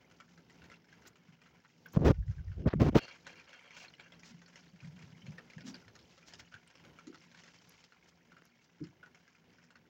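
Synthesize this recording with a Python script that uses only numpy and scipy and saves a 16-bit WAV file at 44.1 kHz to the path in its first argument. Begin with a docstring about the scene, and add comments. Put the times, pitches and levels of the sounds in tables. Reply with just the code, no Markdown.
"""Light rain at night

Heard from a house: a low far wash, patter all around, and fat drips that ring a hard surface close by.
A gust buffets and pops on the microphone for a second, then wet leaves swish as they touch and rub.
The hand that holds the microphone bumps and brushes its case."""
import sys
import numpy as np
from scipy import signal
from scipy.fft import rfft, irfft, next_fast_len
from scipy.io import wavfile
from scipy.ndimage import map_coordinates

SR = 44100
rng = np.random.default_rng(int(sys.argv[2]) if len(sys.argv) > 2 else 0)


def generate_wav(signal):
    """Clip the signal to [-1, 1] and save it as 16-bit WAV at the path in sys.argv[1]."""
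    frames = np.transpose(np.atleast_2d(signal))
    scaled = np.clip(frames, -1, 1) * 32767
    pcm = np.round(scaled).astype(np.int16)
    wavfile.write(sys.argv[1], SR, pcm)


N = 436149

# How loud the outdoor background is: (time [s], level [dB])
NIGHT_LEVELS = [(0, -70.5), (.7, -66.5), (1.7, -71.5), (3.15, -68.5), (4.5, -69), (5.3, -66), (6.75, -69.5),
                (7.5, -70), (8.5, -72.5), (9.89, -71)]
# Low notes that build up between the walls: (pitch [Hz], width [Hz], level [dB])
WALL_MODES = [(170.9, 7.5, 1), (233.6, 14, -7.5)]
# The yard's echo; a t60 is the time to fade by 60 dB: (frequency [Hz], t60 [s])
ECHO_FADES = [(200, 0.23), (2000, 0.09), (8000, 0.049)]
# Soft bumps of the hand: (time [s], peak [dB], pitch [Hz], t60 of the push [s])
HAND_BUMPS = [(.615, -59.5, 80, .25), (1.285, -52, 151, 0.16), (4.302, -52, 182, 0.3),
              (4.73, -51, 175, 0.16), (4.826, -41.5, 159, 0.29), (4.92, -49.5, 152, 0.61),
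              (5.032, -43, 147, 0.25), (5.117, -47.5, 176, 0.2), (5.231, -46, 166, 0.23),
              (5.279, -39, 170, 0.14), (5.555, -39.5, 166, 0.25), (5.633, -42.5, 250, 0.32),
              (5.675, -39.5, 240, 0.19), (5.853, -55, 114, 0.29), (6.39, -58.5, 111, 0.31),
              (6.537, -56.5, 127, 0.17), (7.067, -41, 332, 0.23), (8.802, -35, 314, 0.19),
              (8.808, -38, 161, 0.22)]
# Dry ticks of the case: (time [s], peak [dB], pitch [Hz], t60 [s])
CASE_TICKS = [(1.071, -56, 14600, 0.05), (1.077, -51, 7040, 0.034), (1.864, -51, 14700, 0.011),
              (1.922, -57, 6360, 0.16), (1.933, -54, 14100, 0.036), (6.675, -60, 8400, 0.02),
              (7.693, -53.5, 11440, 0.012), (8.453, -62, 11500, 0.013)]
# Fingers brushing the case: (start [s], end [s], level [dB])
FINGER_BRUSHES = [(1.062, 1.087, -55.5), (3.737, 3.859, -60.5), (4.239, 4.324, -61.5),
                  (5.653, 5.716, -54.5), (6.266, 6.302, -55), (6.393, 6.409, -49.5), (8.079, 8.101, -62),
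                  (8.623, 8.659, -67)]
# Sharp pops of the gust on the microphone, and one later tap on the case:
# (time [s], level [dB], thump pitch [Hz], relative crack level [dB])
MIC_POPS = [(1.951, -39.5, 890, -1), (1.963, -28, 493, -9), (1.9714, -15.5, 202, -21),
            (2.0095, -21.5, 150, -28.5), (2.067, -17.5, 300, -9), (2.6615, -22.5, 217, -37),
            (2.674, -24, 248, -14), (2.7374, -19, 395, -36), (2.889, -17.5, 260, -29.5),
            (8.421, -50.5, 380, 5)]
# Puffs on the microphone: (start [s], end [s], buffet level [dB], rasp level [dB], treble limit [Hz])
WIND_PUFFS = [(1.933, 1.976, -48, -55, 8750), (1.965, 1.981, -20.5, -43, 1440),
              (1.984, 2.009, -35, -69, 2500), (2.013, 2.052, -29.5, -60, 5000),
              (2.046, 2.09, -20.5, -38, 14300), (2.078, 2.12, -20, -42, 13000),
              (2.571, 2.667, -44, -82, 560), (2.657, 2.683, -22.5, -44, 1500),
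              (2.67, 2.695, -44, -44, 5250), (2.697, 2.731, -67, -52, 4400),
              (2.729, 2.744, -37, -37.5, 2010), (2.743, 2.795, -31.5, -65, 230),
              (2.797, 2.84, -21, -42.5, 14900), (2.837, 2.899, -27, -46.5, 13000),
              (2.927, 2.937, -30.5, -56, 700), (2.947, 2.976, -17.5, -36.5, 14000),
              (2.968, 2.994, -36.5, -35, 13900)]
# Deep rumbles as the wind passes: (start [s], end [s], level [dB])
WIND_SURGES = [(2.04, 2.156, -38), (2.662, 2.695, -38.5), (2.86, 2.964, -35.5)]
# Wet leaves moving after the gust: (start [s], end [s], level [dB])
LEAF_SWISHES = [(2.98, 3.053, -51.5), (3.077, 3.161, -58), (3.254, 3.333, -58), (3.378, 3.42, -62),
                (3.48, 3.58, -60.5), (3.646, 3.72, -64), (3.727, 3.871, -58), (3.996, 4.08, -62.5),
                (4.132, 4.162, -64)]
# How hard it rains: (time [s], patter level [dB], fine spray level [dB])
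RAIN_LEVELS = [(0.0, -70.5, -79), (0.344, -78.5, -79.5), (0.666, -69, -77.5), (1.598, -71.5, -81.5),
               (1.9, -86.5, -73), (2.65, -72, -81.5), (3.05, -61, -77), (3.21, -73, -73.5),
               (3.32, -64, -73), (3.71, -64, -76), (4.29, -71, -77), (4.74, -67.5, -71.5),
               (5.68, -68, -74.5), (6.0, -79, -75), (6.34, -67.5, -70.5), (6.71, -70, -79),
               (7.15, -69, -75), (7.45, -68.5, -70.5), (7.82, -67.5, -69.5), (8.02, -71.5, -79),
               (9.89, -72, -81)]
# Notes, or modes, of the surface the drops hit: (pitch [Hz], width [Hz], level [dB])
SURFACE_MODES = [(530, 91, 8.5), (940, 86, -5), (1400, 57, 18), (1675, 120, 14.5), (2080, 77, 14),
                 (2153, 100, 12.5), (2780, 70, 3), (3070, 100, 1.5), (4340, 296, -3.5), (4900, 170, -7)]
# Fat drips close by: (time [s], level [dB], pitch [Hz], relative splash level [dB])
NEAR_DRIPS = [(.112, -49.5, 1390, -10), (0.2012, -39.5, 1340, -15), (.376, -49, 1620, -13),
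              (0.4978, -47, 1990, -7.5), (0.5302, -56, 2030, -8), (.619, -47, 1440, -17),
              (0.64, -48, 1490, -8), (0.6995, -43, 2060, -16), (0.7159, -39, 1376, -14),
              (.7398, -47, 2760, -15), (.843, -54, 1520, -11), (0.8874, -57, 1780, -16),
              (0.9264, -48, 1580, -16), (1.021, -53, 1580, -11), (1.053, -48.5, 1440, -21),
              (1.061, -45, 1420, -13), (1.157, -52, 1310, -10), (1.4166, -50, 2410, -8),
              (1.461, -49, 1340, -15), (1.648, -49.5, 1366, -18), (1.7003, -56, 2100, -15),
              (1.8587, -41.5, 1520, -25.5), (2.143, -52.5, 2120, -13), (2.2254, -56, 1710, -19),
              (2.2798, -52, 1960, -14), (2.313, -50.5, 1630, -12.5), (2.3818, -52.5, 1570, -25),
              (2.394, -54, 1510, -26), (2.481, -51.5, 1820, -18), (2.517, -50, 1410, -18),
              (2.5292, -54, 1430, -17), (2.5946, -58, 2100, -2.5), (3.024, -50, 2480, -7.5),
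              (3.0807, -39, 1480, -13.5), (3.111, -45, 2750, -13), (3.15, -52, 2230, -16.5),
              (3.267, -34.5, 1474, -8.5), (3.294, -45, 2330, -17), (3.356, -49, 2390, -12),
              (3.398, -43, 2380, -16), (3.492, -45, 3030, -10), (3.5304, -40, 1450, -15),
              (3.707, -42, 2280, -17), (3.767, -37, 2210, -11), (3.848, -40.5, 2500, -16),
              (3.8813, -48, 4220, -20), (3.938, -44, 2920, -16), (3.9971, -41, 2230, -7),
              (4.121, -44.5, 3300, -9), (4.1947, -53, 3200, -1), (4.2324, -42, 2380, -11.5),
              (4.4172, -47.5, 1300, -6), (4.461, -48.5, 4440, -12), (4.4823, -50, 1380, -9),
              (4.557, -41.5, 1930, -10), (4.803, -47.5, 2500, -15), (4.8446, -46, 2085, -20),
              (4.991, -48.5, 2450, -10), (5.0246, -47, 2370, -14), (5.22, -51, 3040, -32),
              (5.2656, -42.5, 2360, -12), (5.32, -49, 2340, -14), (5.382, -36, 1810, -20),
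              (5.5001, -42.5, 2390, -11), (5.534, -46.5, 2160, -21), (5.581, -42, 1720, -13),
              (5.607, -44, 2200, -8.5), (5.677, -42.5, 1400, -5), (5.7426, -37.5, 4780, -18),
              (5.769, -57, 1670, -13), (5.824, -53, 1370, -27), (5.848, -53, 1900, -12),
              (5.88, -45, 1395, -9), (5.9537, -45, 1370, -8), (5.99, -50.5, 3900, -5),
              (6.178, -48.5, 1320, -7), (6.228, -50, 2410, -12), (6.297, -58, 1810, -22),
              (6.336, -38.5, 5090, -11), (6.3956, -40, 2210, -11), (6.523, -45.5, 1400, -15),
              (6.5405, -36.5, 1540, -17), (6.675, -55, 2860, -3), (6.702, -50, 1600, -11),
              (6.7538, -55.5, 2940, 5.5), (6.8482, -45.5, 1420, -10), (6.987, -40.5, 1350, -17),
              (7.07, -47, 4070, -5), (7.128, -49, 1370, -16), (7.145, -41.5, 1340, -9),
              (7.3143, -50, 1680, -9), (7.347, -45.5, 1550, -11), (7.436, -45, 1810, -9),
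              (7.478, -45.5, 1930, -12), (7.5757, -59, 2230, -14), (7.7792, -53.5, 2230, -7),
              (7.8398, -50, 2650, -2.5), (7.922, -48, 1380, -17), (8.3193, -46.5, 1400, -22),
              (8.367, -45.5, 1416, -21), (8.4522, -57.5, 1690, 1), (8.839, -55, 1620, 1),
              (8.869, -52, 1500, -11), (9.029, -43, 1490, -40.5), (9.0602, -46.5, 1460, -24),
              (9.1469, -46.5, 2200, -11.5), (9.278, -51, 1620, -9.5), (9.3485, -56, 1390, -19),
              (9.5838, -50.5, 1470, -18), (9.6382, -52, 1420, -8), (9.705, -48, 1400, -11.5),
              (9.7555, -45.5, 1420, -14.5)]
# The tone of each noise, from bass to treble: (frequency [Hz], relative level [dB])
NIGHT_TONE = [(25, -53.5), (60, -8), (120, -5.5), (170, -2.5), (210, -7.5), (300, -8.5), (400, -9),
              (510, -11.5), (630, -15.5), (900, -17), (1200, -24.5), (3000, -26), (8000, -50),
              (16000, -43.5)]  # far wash
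EDDY_TONE = [(22, -34.5), (45, 9.5), (90, 12.5), (160, 0), (230, -29), (500, -62.5), (1500, -69.5)]  # swirling air
BUFFET_TONE = [(22, -44), (45, -1), (80, 2), (150, 4.5), (300, -2), (450, -7), (700, -14.5), (1200, -26),
               (2200, -41), (5000, -72.5)]  # low push of a puff
RASP_TONE = [(300, -8.5), (900, 3.5), (1800, -1), (3500, -9), (6000, -14), (7200, -22), (8800, -35),
             (13500, -31.5), (15300, -22)]  # rough edge of a puff
PATTER_TONE = [(300, -28.5), (510, -0.5), (630, -12.5), (720, 1), (820, -9.5), (930, 0.5), (1220, -8),
               (1390, 1), (1620, -1), (1850, -3), (2200, 0.5), (2550, -4.5), (2780, -3.5), (3100, -3),
               (4000, -28.5), (9000, -66)]  # big drops
SPRAY_TONE = [(1500, -0.5), (3000, 0.5), (4000, 1), (5300, 5), (6700, 0.5), (7500, -6.5), (8500, -20),
              (13500, -36.5), (15000, -19), (16000, -11.5)]  # fine spray


def amp(db):
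    """Turn decibels into a gain."""
    return 10 ** (np.asarray(db) / 20)


def unit(x):
    """Scale to an average (rms) level of 1."""
    return x / np.sqrt(np.mean(np.abs(x) ** 2) + 1e-20)


def crest(x):
    """Scale to a peak of 1."""
    return x / (np.abs(x).max() + 1e-20)


def along(points, hz):
    """Read between (frequency, value) points on a log frequency axis."""
    f, v = np.transpose(points)
    return np.interp(np.log(hz + 1), np.log(f + 1), v)


def curves(rows):
    """Draw a curve through time for each column after the first."""
    times, *columns = np.transpose(rows)
    return [np.interp(np.arange(N) / SR, times, column) for column in columns]


def gate(start, end, edge):
    """Switch on between two times, with soft edges."""
    t = np.arange(N) / SR
    return np.clip(np.minimum(t - start, end - t) / (2 * edge) + .5, 0, 1) ** 2


def swell(start, end, attack, t60):
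    """Rise up to the start, hold until the end, then die away."""
    t = np.arange(N) / SR
    return np.clip(1 + (t - start) / attack, 0, 1) * amp(-60 * np.maximum(t - end, 0) / t60)


def wobble(rate):
    """A smooth curve through `rate` random values a second."""
    return map_coordinates(rng.standard_normal(int(N * rate / SR) + 4), [np.arange(N) * rate / SR])


def filtered(x, response):
    """Scale each frequency in x by response(frequency)."""
    size = next_fast_len(len(x) + 4096)
    return irfft(rfft(x, size) * response(np.fft.rfftfreq(size, 1 / SR)), size)[:len(x)]


def coloured(x, tone):
    """Shape x with a tone table, at an average level of 1."""
    return unit(filtered(x, lambda hz: amp(along(tone, hz))))


def noise(tone, length=N):
    """Steady noise with the given tone."""
    return coloured(rng.standard_normal(length), tone)


def ring(x, modes):
    """Let x ring a set of modes (pitch, width, level)."""
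    return filtered(x, lambda f: sum(amp(db) * 1j * f * width / (hz * hz - f * f + 1j * f * width)
                                     for hz, width, db in modes))


def add(track, start, sound):
    """Mix a sound into the track at a time in seconds."""
    part = track[max(round(start * SR), 0):][:len(sound)]
    part += sound[:len(part)]


def shower(rate, spread_db, t60):
    """Random tiny hits of uneven size, each a burst of noise that dies fast."""
    draws = rng.random((int(rate * N / SR), 2))
    size = amp(-spread_db * np.log(np.maximum(draws[:, 1], .03)))
    hits = np.bincount((draws[:, 0] * N).astype(int), size ** 2, N)
    energy = signal.lfilter([1], [1, -np.exp(-np.log(10 ** 6) / (t60 * SR))], hits)
    return unit(np.sqrt(energy) * rng.standard_normal(N))


def splats(rate, spread_db, t60, low_hz, high_hz, count=4, rise_s=.0004, detune=.13):
    """Separate wet hits; each rings a few tones around its own pitch."""
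    out, t = np.zeros(N), np.arange(SR // 20) / SR
    for when, size, pitch, life in rng.random((int(rate * N / SR), 4)):
        hz = (low_hz + pitch * (high_hz - low_hz)) * np.exp(detune * rng.standard_normal((count, 1)))
        tone = np.sin(2 * np.pi * (hz * t + rng.random((count, 1)))).sum(0)
        fade = (1 - np.exp(-t / rise_s)) * amp(-60 * t / (t60 * (.5 + life)))
        add(out, when * N / SR, amp(-spread_db * np.log(max(size, .06))) * fade * tone)
    return unit(out)


def background():
    """The wavering rumble of the night, a steadier drone between the walls, and a thin hiss."""
    level_db, = curves(NIGHT_LEVELS)
    rumble = amp(-1 + 3.4 * wobble(7.7)) * noise(NIGHT_TONE)
    drone_gain = amp(-0.5 + 2.2 * wobble(3))
    drone = unit(ring(ring(rng.standard_normal(N), WALL_MODES), [(184, 480, 0)]))
    hiss = noise([(13000, -54), (14800, -1.5), (15800, 1)])
    return amp(level_db) * (rumble + drone_gain * drone) + amp(-85.5) * hiss


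def yard_echo(x):
    """Sound bounces briefly off the wall and yard; the treble dies first."""
    hz, t, spectrum = signal.stft(rng.standard_normal(SR // 2), SR, nperseg=256)
    tail = signal.istft(spectrum * amp(-60 * t / along(ECHO_FADES, hz)[:, None]), SR, nperseg=256)[1]
    return signal.fftconvolve(x, tail / np.linalg.norm(tail))[:N]


def handling(tick_width_hz=1300):
    """The hand thuds on the case like a soft hammer, makes it tick and brushes over it."""
    out, t = np.zeros(N), np.arange(SR // 3) / SR
    for start, db, hz, t60 in HAND_BUMPS:
        rise_s = 0.015 * t60  # a softer blow both builds and dies more slowly
        push = rng.standard_normal(len(t)) * (1 - np.exp(-t / rise_s)) * amp(-60 * t / t60)
        soft = filtered(push, lambda f: 1 / (1 + (f / (1.15 * hz)) ** 6) * f ** 4 / (f ** 4 + 80 ** 4))
        width_hz = 35 + 4 / t60  # a short blow has a less clear pitch
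        add(out, start, amp(db) * crest(ring(soft, [(hz, width_hz, 0)])))
    for start, db, hz, t60 in CASE_TICKS:
        snap = rng.standard_normal(len(t)) * amp(-60 * t / t60)
        mode = [(hz, tick_width_hz, 0)]
        add(out, start, amp(db) * crest(ring(ring(snap, mode), mode)))
    strokes = sum(amp(db) * gate(start, end, edge=0.016) for start, end, db in FINGER_BRUSHES)
    return out + strokes * coloured(shower(rate=440, spread_db=-1.5, t60=0.076), SPRAY_TONE)


def mic_pops(crack_t60=0.0039, crack_hz=2400):
    """The gust's pressure pulses, and one later tap on the case: a dull thump under a short crack."""
    out, t = np.zeros(N), np.arange(SR // 10) / SR
    for start, db, hz, crack_db in MIC_POPS:
        thump_t60 = 0.012 * 400 / hz  # low thumps last longer
        thump = crest(np.sin(2 * np.pi * hz * t) * amp(-60 * t / thump_t60))
        snap = rng.standard_normal(len(t)) * amp(-60 * t / crack_t60)
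        crack = filtered(snap, lambda f: 1 / (1 + 1j * f / crack_hz) ** 3)
        add(out, start, amp(db) * (thump + amp(crack_db - 1.5) * crest(crack)))
    return out


def eddies(start_s=2.05, end_s=2.68, crest_s=2.2, period_s=0.098, swing_db=7.5, fade_db_per_s=14.5):
    """Swirls of air roll off the case at a steady beat: a throbbing rumble that weakens."""
    age = np.clip(np.arange(N) / SR, start_s, end_s) - crest_s
    level_db = -39.5 + swing_db * np.cos(2 * np.pi * age / period_s) - fade_db_per_s * age
    return gate(start_s, end_s, edge=0.022) * amp(level_db) * noise(EDDY_TONE)


def wind(buffet_edge_s=0.015, rasp_edge_s=0.0091, lead_s=.02):
    """Puffs hit the microphone's opening: low buffeting, a rasp in the hard ones, rumble beneath."""
    out, t = np.zeros(N), np.arange(SR // 5) / SR - lead_s
    for start, end, buffet_db, rasp_db, limit_hz in WIND_PUFFS:
        def dull(f):
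            return 1 / np.sqrt(1 + (f / limit_hz) ** 8)
        inside_s = np.minimum(t, end - start - t)
        puff = np.clip(inside_s / buffet_edge_s + .5, 0, 1) ** 2
        scrape = np.clip(inside_s / rasp_edge_s + .5, 0, 1) ** 2
        air = filtered(puff * noise(BUFFET_TONE, len(t)), dull)
        air *= np.sqrt(np.sum(puff ** 2) / (np.sum(air ** 2) + 1e-20))  # duller, but no quieter
        rasp = filtered(noise(RASP_TONE, len(t)), dull)
        rasp *= scrape * np.sqrt(0.41 + 0.53 * air ** 2)  # strongest at the pressure peaks
        add(out, start - lead_s, amp(buffet_db) * air + amp(rasp_db + 0.5) * rasp)
    surge = sum(amp(db) * gate(start, end, edge=.02) for start, end, db in WIND_SURGES)
    deep = surge * noise([(20, -39), (42, -1), (75, 6.5), (200, -29), (800, -79)])
    return out + eddies() + deep


def leaves():
    """Wet leaves swish: a flurry of tiny touches, and hollow notes that each swell in their own time."""
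    stir = np.sqrt(sum((amp(db) * swell(start, end, attack=0.018, t60=0.08)) ** 2
                       for start, end, db in LEAF_SWISHES))
    touches = splats(rate=260, spread_db=0.5, t60=0.02, low_hz=507, high_hz=7050)
    flurry = amp(-5) * coloured(touches, PATTER_TONE) + amp(-8) * coloured(touches, SPRAY_TONE)
    rub = shower(rate=200, spread_db=2, t60=0.071)
    modes = [(560, 380, -4.5), (1010, 400, -7.5), (1594, 245, -1), (2293, 270, 1),
             (2763, 133, 2.5), (3200, 130, 0.5), (4370, 400, -7.5)]
    hollow = unit(sum(amp(db + 4 * wobble(16)) * ring(ring(rub, [(hz, width, 0)]), [(hz, width, 0)])
                      for hz, width, db in modes))
    return stir * amp(1.3 * wobble(11)) * (amp(-4.5) * flurry + amp(-0.5) * hollow)


def taps(rate, spread_db, t60, spots):
    """Drops hit several spots on the surface; each spot rings its own mix of the modes."""
    out = np.zeros(N)
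    for _ in range(spots):
        hits = shower(rate / spots, spread_db, t60)
        out += ring(hits, [(hz, width, db + 4 * rng.standard_normal()) for hz, width, db in SURFACE_MODES])
    return unit(out)


def rain():
    """Big drops splat and tap the surface, small ones tick, and far ones blur into a wash."""
    patter_db, spray_db = curves(RAIN_LEVELS)
    big = splats(rate=130, spread_db=4, t60=.036, low_hz=603, high_hz=3420)
    small = splats(rate=150, spread_db=4.5, t60=.02, low_hz=2490, high_hz=7460)
    splatter = shower(rate=80, spread_db=2, t60=0.054)
    patter = amp(-6) * coloured(big, PATTER_TONE) + amp(-7) * coloured(splatter, PATTER_TONE)
    patter += amp(-11) * taps(rate=80, spread_db=2.5, t60=0.023, spots=5)
    patter += amp(-16) * noise(PATTER_TONE)
    spray = amp(-8) * coloured(small, SPRAY_TONE) + amp(-7.5) * coloured(splatter, SPRAY_TONE)
    spray += amp(-6.5) * noise(SPRAY_TONE)
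    flurry_db = 1.97 * wobble(13)  # drops fall in loose bunches
    return amp(flurry_db) * (amp(patter_db + 0.5) * patter + amp(spray_db + 4.5) * spray)


def droplets(t, hz, flight_s=0.026, t60=0.013, detune=.2, count=4):
    """Droplets thrown up by a drip land one after another, each at its own pitch."""
    age = np.maximum(t - flight_s * rng.uniform(0.1495, 1, (count, 1)), 0)
    pitch = hz * np.exp(detune * rng.standard_normal((count, 1)))
    size = rng.uniform(0.71, 1, (count, 1))
    return np.sum(size * np.sin(2 * np.pi * pitch * age) * amp(-60 * age / t60), axis=0)


def struck_surface(blow, detune=.07):
    """A blow slaps the surface and rings it, a little higher or lower from spot to spot."""
    spot = np.exp(rng.normal(0, detune))
    modes = [(hz * spot, width, db + rng.normal(0, 5.1)) for hz, width, db in SURFACE_MODES]
    slap = coloured(blow, [(hz, db + rng.uniform(-4.5, 5)) for hz, db in PATTER_TONE])
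    ringing = filtered(ring(blow, modes), lambda f: 1 / (1 + (f / 5500) ** 8))
    return amp(-9.5) * crest(ringing) + amp(-13) * crest(slap)


def ping(t, hz, softness):
    """A drip's own wavering note; a softer drip swells more slowly and rings longer."""
    wander = np.cumsum(rng.normal(0, .06, len(t)))
    rise_s, t60 = 0.00045 * softness, 0.024 * softness ** 0.11
    tone = np.sin(2 * np.pi * hz * t + wander)
    return crest(tone * (1 - np.exp(-t / rise_s)) ** 2 * amp(-60 * t / t60))


def drips(burst_t60=0.0066, scatter_t60=0.07, splash_t60=0.085, graze_s=0.0054, lead_s=.01):
    """Each fat drip strikes the surface, pings, splashes and scatters droplets."""
    out, age = np.zeros(N), np.arange(SR // 8) / SR - lead_s
    t = np.maximum(age, 0)
    for start, db, hz, splash_db in NEAR_DRIPS:
        softness = 2 ** (max(-17 - splash_db, 0) / 9)  # a drip that hardly splashes lands softly
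        onset = 1 - np.exp(-t / (0.0008 * softness))
        rebound_age = t - 0.01 * np.exp(rng.normal(0, 0.26))  # one droplet jumps and lands again
        rebound = (rebound_age > 0) * amp(-9 - 60 * np.abs(rebound_age) / burst_t60)
        burst = amp(-60 * t / burst_t60) + rebound
        graze = amp(-17) * np.exp(-np.abs(age) / graze_s)  # first touch, before the bulk lands
        scatter = amp(-10 - 60 * t / scatter_t60)
        blow = (graze + onset * (burst + scatter)) * rng.standard_normal(len(t))
        tap = struck_surface(blow) / np.sqrt(softness)
        tap += amp(-1) * ping(t, hz, softness) / (1 + amp(splash_db + 12))  # more splash, less ping
        splash_tone = [(f, level + rng.uniform(-13.5, 5.9)) for f, level in SPRAY_TONE]
        splash_fade = amp(2.5) * burst + amp(-8 - 60 * t / splash_t60)
        splash = noise(splash_tone, len(t)) * onset * splash_fade
        add(out, start - lead_s, amp(db) * (tap + amp(-13) * droplets(t, hz) + amp(splash_db) * splash))
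    return out


def scene():
    """Rain, leaves and drips, dulled by distance; wind and hand right at the microphone."""
    near = drips()
    outdoors = rain() + leaves() + near + amp(-8.5) * yard_echo(near)
    outdoors = filtered(outdoors, lambda hz: amp(along([(6800, -0.5), (8500, -3.5), (14000, -9)], hz)))
    return (outdoors + background() + wind() + handling() + mic_pops())[None]


def record(dry, low_cut_hz=36, top_hz=15850):
    """The microphone loses the deepest bass and the highest treble."""
    low_cut = signal.butter(2, low_cut_hz, "highpass", fs=SR, output="sos")
    return np.array([filtered(signal.sosfilt(low_cut, channel), lambda hz: hz < top_hz)
                     for channel in dry])


dry = scene()
out = record(dry)
generate_wav(out)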